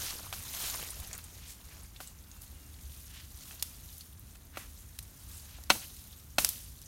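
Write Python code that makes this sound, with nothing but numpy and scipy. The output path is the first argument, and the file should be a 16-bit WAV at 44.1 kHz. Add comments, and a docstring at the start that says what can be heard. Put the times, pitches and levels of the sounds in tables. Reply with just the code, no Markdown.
"""Brushwood dragged and bundled

Dry brushwood is dragged and bundled by hand on a path between hedges: dense grains rustle and scrape.
Damped modes make the knocks, with two hard billhook blows; noise bursts make the snaps and ticks.
A faint scattered tail follows the blows, snaps and ticks.
Behind lie a low rumble with a drone, soft shaped-noise air and the gliding tones of a far bird."""
import sys
import numpy as np
from scipy import signal
from scipy.fft import rfft, irfft, next_fast_len
from scipy.io import wavfile
from scipy.ndimage import uniform_filter1d, map_coordinates

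SR = 44100
rng = np.random.default_rng(int(sys.argv[2]) if len(sys.argv) > 2 else 0)


def output_pcm(signal):
    """Save a mono or channel-first signal as 16-bit PCM at the path in sys.argv[1].

    Samples are clipped to [-1, 1] before scaling.
    """
    pcm = np.clip(np.atleast_2d(signal).T, -1, 1) * 32767
    wavfile.write(sys.argv[1], SR, np.round(pcm).astype(np.int16))


N = 303275  # length in samples

# Levels in the tables are relative; each source adds its own gain.
# pulls on the pile: peak t/s, swell time constant/s, twig rustle level/dB, ground scrape level/dB
PULLS = [(0.02, 0.16, -41.5, -46.5), (0.659, .2, -39, -45), (1.04, 0.15, -55.5, -53.5),
         (1.4, 0.16, -58.5, -64.5), (1.74, 0.26, -59.5, -61), (2.45, 0.34, -62, -66),
         (2.95, 0.34, -56, -73), (3.5, 0.26, -53.5, -62), (3.92, 0.18, -54, -74), (4.31, 0.056, -62.5, -75),
         (4.78, 0.23, -58.5, -75), (5.38, 0.34, -56, -62.5)]
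# rustling twigs, spectrum: f/Hz, level/dB per Hz
TWIG_SPECTRUM = [(700, -31), (2000, -13.5), (3800, -5), (5000, -6.5), (6500, -2), (7900, -6), (9500, -1),
                 (10500, -6), (11800, 0), (13500, -4.5), (16000, -7)]
# scraping over the ground, spectrum: f/Hz, level/dB per Hz
SCRAPE_SPECTRUM = [(120, 2.5), (300, -2.5), (700, -0.5), (1400, 0.5), (2500, -2.5), (4000, -2.5),
                   (7000, -2.5), (16000, -50)]
# short swells of noise: boughs sliding past, and after the hard blow at 5.70 s a low tail
# and a small rustle: peak t/s, half-length/s, level/dB, centre f/Hz
SWELLS = [(0.077, 0.077, -42, 4750), (0.656, 0.074, -43, 3200), (1.465, 0.12, -56.5, 3050),
          (1.504, 0.066, -48.5, 7680), (1.724, 0.041, -58, 1900), (2.051, 0.086, -60, 4500),
          (2.43, 0.035, -50.5, 11000), (3.164, .13, -53.5, 2930), (3.421, 0.038, -55, 5040),
          (3.477, 0.1, -55, 9900), (4.014, 0.11, -61, 11100), (4.602, 0.11, -55.5, 1850),
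          (5.357, 0.12, -52, 8000), (5.539, 0.093, -56.5, 2940), (5.759, 0.022, -48, 560),
          (5.829, 0.024, -50.5, 2820)]
# blows on thick wood: t/s, level/dB, rise/s, centre f/Hz, twig shiver level/dB, extra damping/(dB/s)
BLOWS = [(0.3271, -31, 0.00087, 1400, -11.5, 1500), (0.335, -31, 0.00059, 1710, -17, 1000),
         (1.186, -39.5, 0.0013, 1890, -15, 100), (2.003, -33, 0.00062, 940, -13, 300),
         (3.509, -38.5, 0.00054, 1930, -28, 500), (4.353, -44, 0.0011, 1700, -32, 500),
         (4.559, -36, 0.0007, 1900, -22, 2004), (4.57, -22.5, 0.0025, 580, -23.5, 604),
         (5.585, -41.5, 0.0012, 450, -33, 800), (5.7007, -4.5, 0.0015, 1880, -28, 147),
         (6.3826, -7, 0.0013, 1710, -22, 700)]
# modes of a struck branch: f/Hz, level/dB, t60/s before the extra damping
BRANCH_MODES = [(217, -14, 0.45), (315, -6, 0.068), (453, -13.5, 0.037), (575, -2.5, 0.056),
                (757, -1.5, 0.045), (940, -5, 0.029), (1275, -4, 0.0232), (1440, 6, 0.018),
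                (2276, -9.5, 0.099), (2573, -1, 0.039), (2663, -1, 0.052), (3190, -0.5, 0.028),
                (3550, -7, 0.039), (4090, -2.5, 0.052), (4325, 1, 0.039), (4850, -17, 0.038),
                (5280, 0.5, 0.024), (5840, -14, 0.025), (6170, 3.5, 0.022)]
# crushed wood fibres, spectrum: f/Hz, level/dB per Hz
CRUSH_SPECTRUM = [(100, -5), (420, -22), (800, -3.5), (1300, -3), (1800, -6.5), (3000, -6), (6000, -10),
                  (10000, -12), (16000, -16)]
# decay of the crushed fibres: f/Hz, t60/s before the extra damping
CRUSH_T60 = [(200, 0.11), (1000, 0.047), (4000, 0.072), (12000, 0.024)]
# twigs shaken by a blow, spectrum: f/Hz, level/dB per Hz
SHIVER_SPECTRUM = [(150, 6), (500, -5.5), (1500, -2.5), (3000, -2), (6500, 4), (8000, 3.5), (12000, 5),
                   (16000, 0.5)]
# twigs breaking: t/s, level/dB, spectral tilt/(dB/octave)
SNAPS = [(0.3272, -22, -5), (.549, -23, 1.5), (0.837, -30, -2), (1.1795, -24.5, 16.5), (2.419, -33, 7),
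         (3.6253, -16.5, 1.5), (3.6265, -13.5, 4.5), (4.1956, -33, 19), (4.9882, -28.5, 5),
         (4.9901, -24, 1.5), (5.638, -32.5, 2), (5.6978, -22, -2), (6.4474, -4.5, 1), (6.49, -10, 7),
         (6.817, -33.5, 5)]
# fracture, spectrum before the tilt: f/Hz, level/dB per Hz
FRACTURE_SPECTRUM = [(200, -31), (900, -8.5), (1800, -9.5), (3100, -2), (5500, -2), (7000, -5),
                     (10000, -2.5), (13000, -3.5), (16000, -13.5)]
# thin twigs flicking past each other: t/s, level/dB, f/Hz
TICKS = [(0.9048, -25, 9550), (1.0, -32.5, 11300), (1.0737, -31, 11300), (1.13, -23, 6860),
         (1.1502, -32, 8250), (1.241, -32.5, 8900), (1.8332, -38, 9700), (1.9619, -36.5, 3640),
         (2.074, -31.5, 7800), (2.315, -37.5, 6600), (3.596, -34, 4370), (3.981, -34.5, 11500),
         (4.0088, -33.5, 4500), (5.0272, -34, 9000), (5.3787, -35.5, 9050), (6.859, -36.5, 6100)]
# scatter from the bushes: f/Hz, t60/s
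HEDGE_T60 = [(200, 0.77), (2000, 0.29), (6000, 1), (14000, 0.11)]
# far bird: t/s, length/s, starting f/Hz, level/dB
WHISTLES = [(2.0, 0.13, 2950, -66), (2.229, 0.22, 2850, -68), (2.5, 0.24, 2930, -72),
            (2.822, 0.29, 2640, -74)]
# low rumble, spectrum: f/Hz, level/dB per Hz
RUMBLE_SPECTRUM = [(18, -41), (30, -19), (42, -4.5), (60, -1.5), (78, -3), (100, -7), (140, -15),
                   (200, -22.5), (400, -56), (1000, -86)]
# open air, spectrum: f/Hz, level/dB per Hz
AIR_SPECTRUM = [(60, -16), (150, 1.5), (260, -1.5), (380, -10), (550, -13.5), (1300, -14.5), (2000, -17),
                (4000, -26), (16000, -21.5)]

RUSTLE_FADE, SCRAPE_FADE = 1.05, 1.36  # time to die away, over the time to swell
REST_DB = -64.5  # the bundle stirring in the hands between pulls, relative as in PULLS
SETTLE_DB, SETTLE_DB_PER_S = -44, 23  # twigs settling: level relative to the blow's, and fading rate
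FOCUS_DB, FOCUS_PER_DB = 0.45, .045  # loss one octave off centre at 0 dB; its growth for lighter knocks
TICK_T60_S = 0.056
WHISTLE_FALL_HZ_PER_S = 750  # mean fall in pitch
RUMBLE_DB, RUMBLE_SWING_DB, RUMBLE_EASE_DB_PER_S = -51.5, 2.3, 0.46  # starting level, swing, slow calming
TOP_HZ = 16000  # upper band limit


def brushwood():
    """Stochastic friction: dense contacts between twigs rustle while the pile scrapes in small jerks."""
    twig_db, scrape_db = motion()
    jerks = wobble(rate=70)
    contacts = grains(rate=1900, spread_db=4.2, ring_s=.0007) + 1.25 * rng.standard_normal(N)
    grit = grains(rate=1900, spread_db=3.6, ring_s=.0007) + 1.2 * rng.standard_normal(N)
    rustle_colour = coloured(patchy(contacts, depth_db=0.8), TWIG_SPECTRUM)
    scrape_colour = coloured(patchy(grit, depth_db=2.5), SCRAPE_SPECTRUM)
    rustle = amp(twig_db + 2.0 + 1.05 * jerks) * rustle_colour
    scrape = amp(scrape_db + 1.7 + 1.14 * jerks) * scrape_colour
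    return rustle + scrape + crackle(twig_db)


def motion():
    """Addition of powers: pulls swell and die away, twigs settle after blows; rustle and scrape in dB."""
    t = np.arange(N) / SR
    rustle, scrape = np.full(N, amp(REST_DB) ** 2), np.zeros(N)
    for s, swell_s, twig_db, scrape_db in PULLS:
        before = np.maximum(s - t, 0) / swell_s
        after = np.maximum(t - s, 0) / swell_s
        rustle += (amp(twig_db) * np.exp(-before - after / RUSTLE_FADE)) ** 2
        scrape += (amp(scrape_db) * np.exp(-before - after / SCRAPE_FADE)) ** 2
    for s, db, *_ in BLOWS:
        settling_db = db + SETTLE_DB - SETTLE_DB_PER_S * t[:2 * SR]
        add(rustle, s, amp(settling_db) ** 2)
    return 10 * np.log10([rustle, scrape])


def grains(rate, spread_db, ring_s):
    """Superposition of tiny impacts: each is a damped ring of its own pitch, size and life; rms 1."""
    when, pitch, size, life = rng.random((int(rate * N / SR), 4)).T[:, :, None]
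    k = np.arange(SR // 200)
    tau = ring_s * (.5 + life) * SR  # decay constant in samples
    strength = amp(-spread_db * np.log(1 - .99 * size))  # few large, many small
    decay = strength / np.sqrt(tau) * np.exp(-k / tau)
    rings = decay * np.sin(2 * np.pi * pitch * TOP_HZ * k / SR)
    places = (when * N).astype(int) + k
    return unit(np.bincount(places.ravel(), rings.ravel(), N)[:N])


def patchy(x, depth_db):
    """Changing contact: the twigs in touch vary, so the colour shifts in short, narrow patches."""
    z = signal.stft(x, nperseg=512)[2]
    field = uniform_filter1d(rng.standard_normal(z.shape), size=7, axis=0)  # across frequency
    field = uniform_filter1d(field, size=5, axis=1)  # across time
    return signal.istft(z * amp(depth_db * unit(field)), nperseg=512)[1][:N]


def crackle(level_db):
    """Catch and release: stray twigs ring, each in its own band, louder when the pile moves more."""
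    track, t = np.zeros(N), np.arange(SR // 40) / SR
    for when, pitch, size, life in rng.random((int(40 * N / SR), 4)):  # 40 a second
        hz = 2500 * 5.5 ** pitch
        ring = coloured(rng.standard_normal(len(t)), hump(hz, skirt_db=12.5))
        db = level_db[int(when * N)] - 7.0 + 13 * size ** 2
        t60 = 0.006 + 0.049 * life
        add(track, when * N / SR, amp(db) * ring * amp(-60 * t / t60))
    return track


def swells():
    """Band-limited impulsive noise: boughs sliding past, and a low tail and small rustle after a blow."""
    track = np.zeros(N)
    for s, half_s, db, hz in SWELLS:
        swell = np.hanning(int(2 * half_s * SR))
        impulses = spiky(len(swell), spread_db=4)
        progress, knots = np.linspace(0, 1, len(swell)), np.linspace(0, 1, num=24)
        unevenness = np.interp(progress, knots, rng.standard_normal(size=24))
        band = [(hz / 6, -22), (hz / 2, -6), (hz, 0), (hz * 2, -7), (hz * 5, -24)]
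        add(track, s - half_s, amp(db + 2.7 * unevenness) * swell * coloured(impulses, band))
    return track


def blows():
    """Modal impact: a blow crushes fibres, rings the branch and shakes its twigs; grip adds damping."""
    track, t = np.zeros(N), np.arange(SR // 2) / SR
    mode_hz, mode_db, t60 = np.transpose(BRANCH_MODES)[:, :, None]
    # neighbouring bending modes push the air in opposite directions
    sign = (-1) ** np.arange(len(BRANCH_MODES))[:, None]
    for s, db, rise, centre_hz, shiver_db, damping in BLOWS:
        def focus_db(hz):
            """Size and pitch: thick branches answer low, thin ones high; light knocks are narrower."""
            return -FOCUS_DB * np.exp(-FOCUS_PER_DB * db) * np.log2(hz / centre_hz) ** 2
        sizes = amp(mode_db + focus_db(mode_hz) + .5 * rng.standard_normal(mode_hz.shape))
        modes = sign * sizes * amp(-60 * t / t60) * np.sin(2 * np.pi * mode_hz * t)
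        ring = modes.sum(0) / np.linalg.norm(sizes)
        crush = [(hz, level + focus_db(hz)) for hz, level in CRUSH_SPECTRUM]
        fibres = fading(coloured(rng.standard_normal(len(t)), crush), CRUSH_T60)
        bite = np.minimum(t / rise, 1) ** 2 * amp(-abs(damping) * t)
        knock = bite * (amp(-3.0) * ring + amp(-9.5) * fibres)
        twigs = coloured(spiky(len(t), spread_db=3), SHIVER_SPECTRUM)
        shiver = twigs * (1 - np.exp(-t / 0.00067)) * amp(-60 * t / 0.41)
        add(track, s, amp(db) * (knock + amp(shiver_db) * shiver))
    return track


def snaps():
    """Brittle fracture: stress is released in one sharp pulse, then splinters and twigs chatter."""
    track, lead = np.zeros(N), SR // 500  # samples of silence ahead of the pulse
    t = np.arange(SR // 4) / SR
    parting = amp(-60 * t / 0.0049)
    splinters = amp(-1.5) * amp(-60 * t / 0.02)
    chatter = amp(-21.5) * amp(-60 * t / 0.56)
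    shape = parting + splinters + chatter
    for s, db, slope in SNAPS:
        force = np.pad(rng.standard_normal(len(t)) * shape / np.linalg.norm(shape), (lead, 0))
        force[lead] += .7  # the pulse itself
        crack = coloured(force, FRACTURE_SPECTRUM, slope)
        add(track, s - lead / SR, amp(db + 9.5) * crack / np.linalg.norm(crack))
    return track


def ticks():
    """Resonance of a thin rod: a twig clicks over another and rings in a narrow band."""
    track, t = np.zeros(N), np.arange(SR // 8) / SR
    for s, db, hz in TICKS:
        ring = coloured(rng.standard_normal(len(t)), hump(hz, skirt_db=20))
        click = np.exp(-t / .0008)
        add(track, s, amp(db - 12.5) * ring * (0.6 * click + amp(-60 * t / TICK_T60_S)))
    return track


def hedges(x):
    """Diffuse scattering: the bushes return a faint tail, 10 ms late, that decays by frequency."""
    tail = np.pad(fading(rng.standard_normal(SR // 2), HEDGE_T60), (SR // 100, 0))
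    return signal.fftconvolve(x, tail / np.linalg.norm(tail))[:N]


def bird():
    """Frequency glide: thin far whistles fall in pitch, quickly at first, then level out."""
    track = np.zeros(N)
    for s, length, start_hz, db in WHISTLES:
        u = np.linspace(0, 1, int(length * SR))
        hz = start_hz - WHISTLE_FALL_HZ_PER_S * length * (1 - (1 - u) ** 1.43)
        flutter_db = 2.5 * wobble(rate=35)[:len(u)]
        tone = np.sin(2 * np.pi * np.cumsum(hz) / SR)
        add(track, s, amp(db + flutter_db) * np.sin(np.pi * u) * tone)
    return track


def background():
    """Shaped noise: a low rumble swells and sinks with a wavering drone, under nearly steady air."""
    swings = wobble(rate=7)
    rumble_db = RUMBLE_DB - RUMBLE_EASE_DB_PER_S * np.arange(N) / SR
    rumble_noise = coloured(rng.standard_normal(N), RUMBLE_SPECTRUM)
    rumble = amp(rumble_db + RUMBLE_SWING_DB * swings) * rumble_noise
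    drone_hz = 75 + 3.5 * wobble(rate=9)
    waver_db = 2.5 * wobble(rate=8)
    drone = amp(-57 + waver_db) * np.sin(2 * np.pi * np.cumsum(drone_hz) / SR)
    drift_db = .6 * wobble(rate=2.5)
    air = amp(-61.5 + drift_db) * coloured(rng.standard_normal(N), AIR_SPECTRUM)
    return rumble + drone + air


def amp(db):
    """Level law: decibels to an amplitude gain."""
    return 10 ** (np.asarray(db) / 20)


def unit(x):
    """Normalisation: scale to rms 1."""
    return x / np.sqrt(np.mean(x ** 2) + 1e-20)


def along(points, hz):
    """Logarithmic pitch scale: interpolate (f/Hz, value) points on a log axis."""
    f, v = np.transpose(points)
    return np.interp(np.log(hz + 1), np.log(f), v)


def wobble(rate):
    """Slow random modulation: a smooth curve through rate random knots a second."""
    knots = rng.standard_normal(int(N * rate / SR) + 4)
    return map_coordinates(knots, [np.arange(N) * rate / SR])


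def coloured(x, spectrum, slope=0):
    """Linear filtering: x shaped by a spectrum and tilted by slope in dB/octave, at rms 1."""
    size = next_fast_len(len(x))
    hz = np.fft.rfftfreq(size, 1 / SR)
    gain = amp(along(spectrum, hz) + slope * np.log2(1 + hz / 500))
    return unit(irfft(rfft(x, size) * gain, size)[:len(x)])


def fading(x, t60s):
    """Frequency-dependent damping: each frequency of x dies at its own speed."""
    hz, t, z = signal.stft(x, SR, nperseg=128)
    decay = amp(-60 * t / along(t60s, hz)[:, None])
    return signal.istft(z * decay, SR, nperseg=128)[1][:len(x)]


def spiky(count, spread_db):
    """Impulsive noise: a spray of tiny impulses whose sizes scatter by spread_db."""
    return rng.standard_normal(count) * amp(spread_db * rng.standard_normal(count))


def hump(hz, skirt_db):
    """Resonance curve: spectrum points that peak at hz and lie skirt_db lower one octave away."""
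    octaves = np.linspace(-3, 3, num=25)
    return np.transpose([hz * 2 ** octaves, -skirt_db * np.sqrt(np.abs(octaves))])


def add(track, s, sound):
    """Superposition: mix a sound in at time s."""
    part = track[round(s * SR):][:len(sound)]
    part += sound[:len(part)]


def scene():
    """Superposition of sources: all the wood close by, the field behind it."""
    hits = blows() + snaps() + ticks()
    wood = brushwood() + swells() + hits + amp(-25.0) * hedges(hits)
    return (wood + bird() + background())[None]


def record(dry):
    """Band limitation: a steep low-pass removes what lies above TOP_HZ."""
    size = next_fast_len(N + SR // 2)
    hz = np.fft.rfftfreq(size, 1 / SR)
    return irfft(rfft(dry, size) / (1 + (hz / TOP_HZ) ** 160), size)[:, :N]


dry = scene()
out = record(dry)
output_pcm(out)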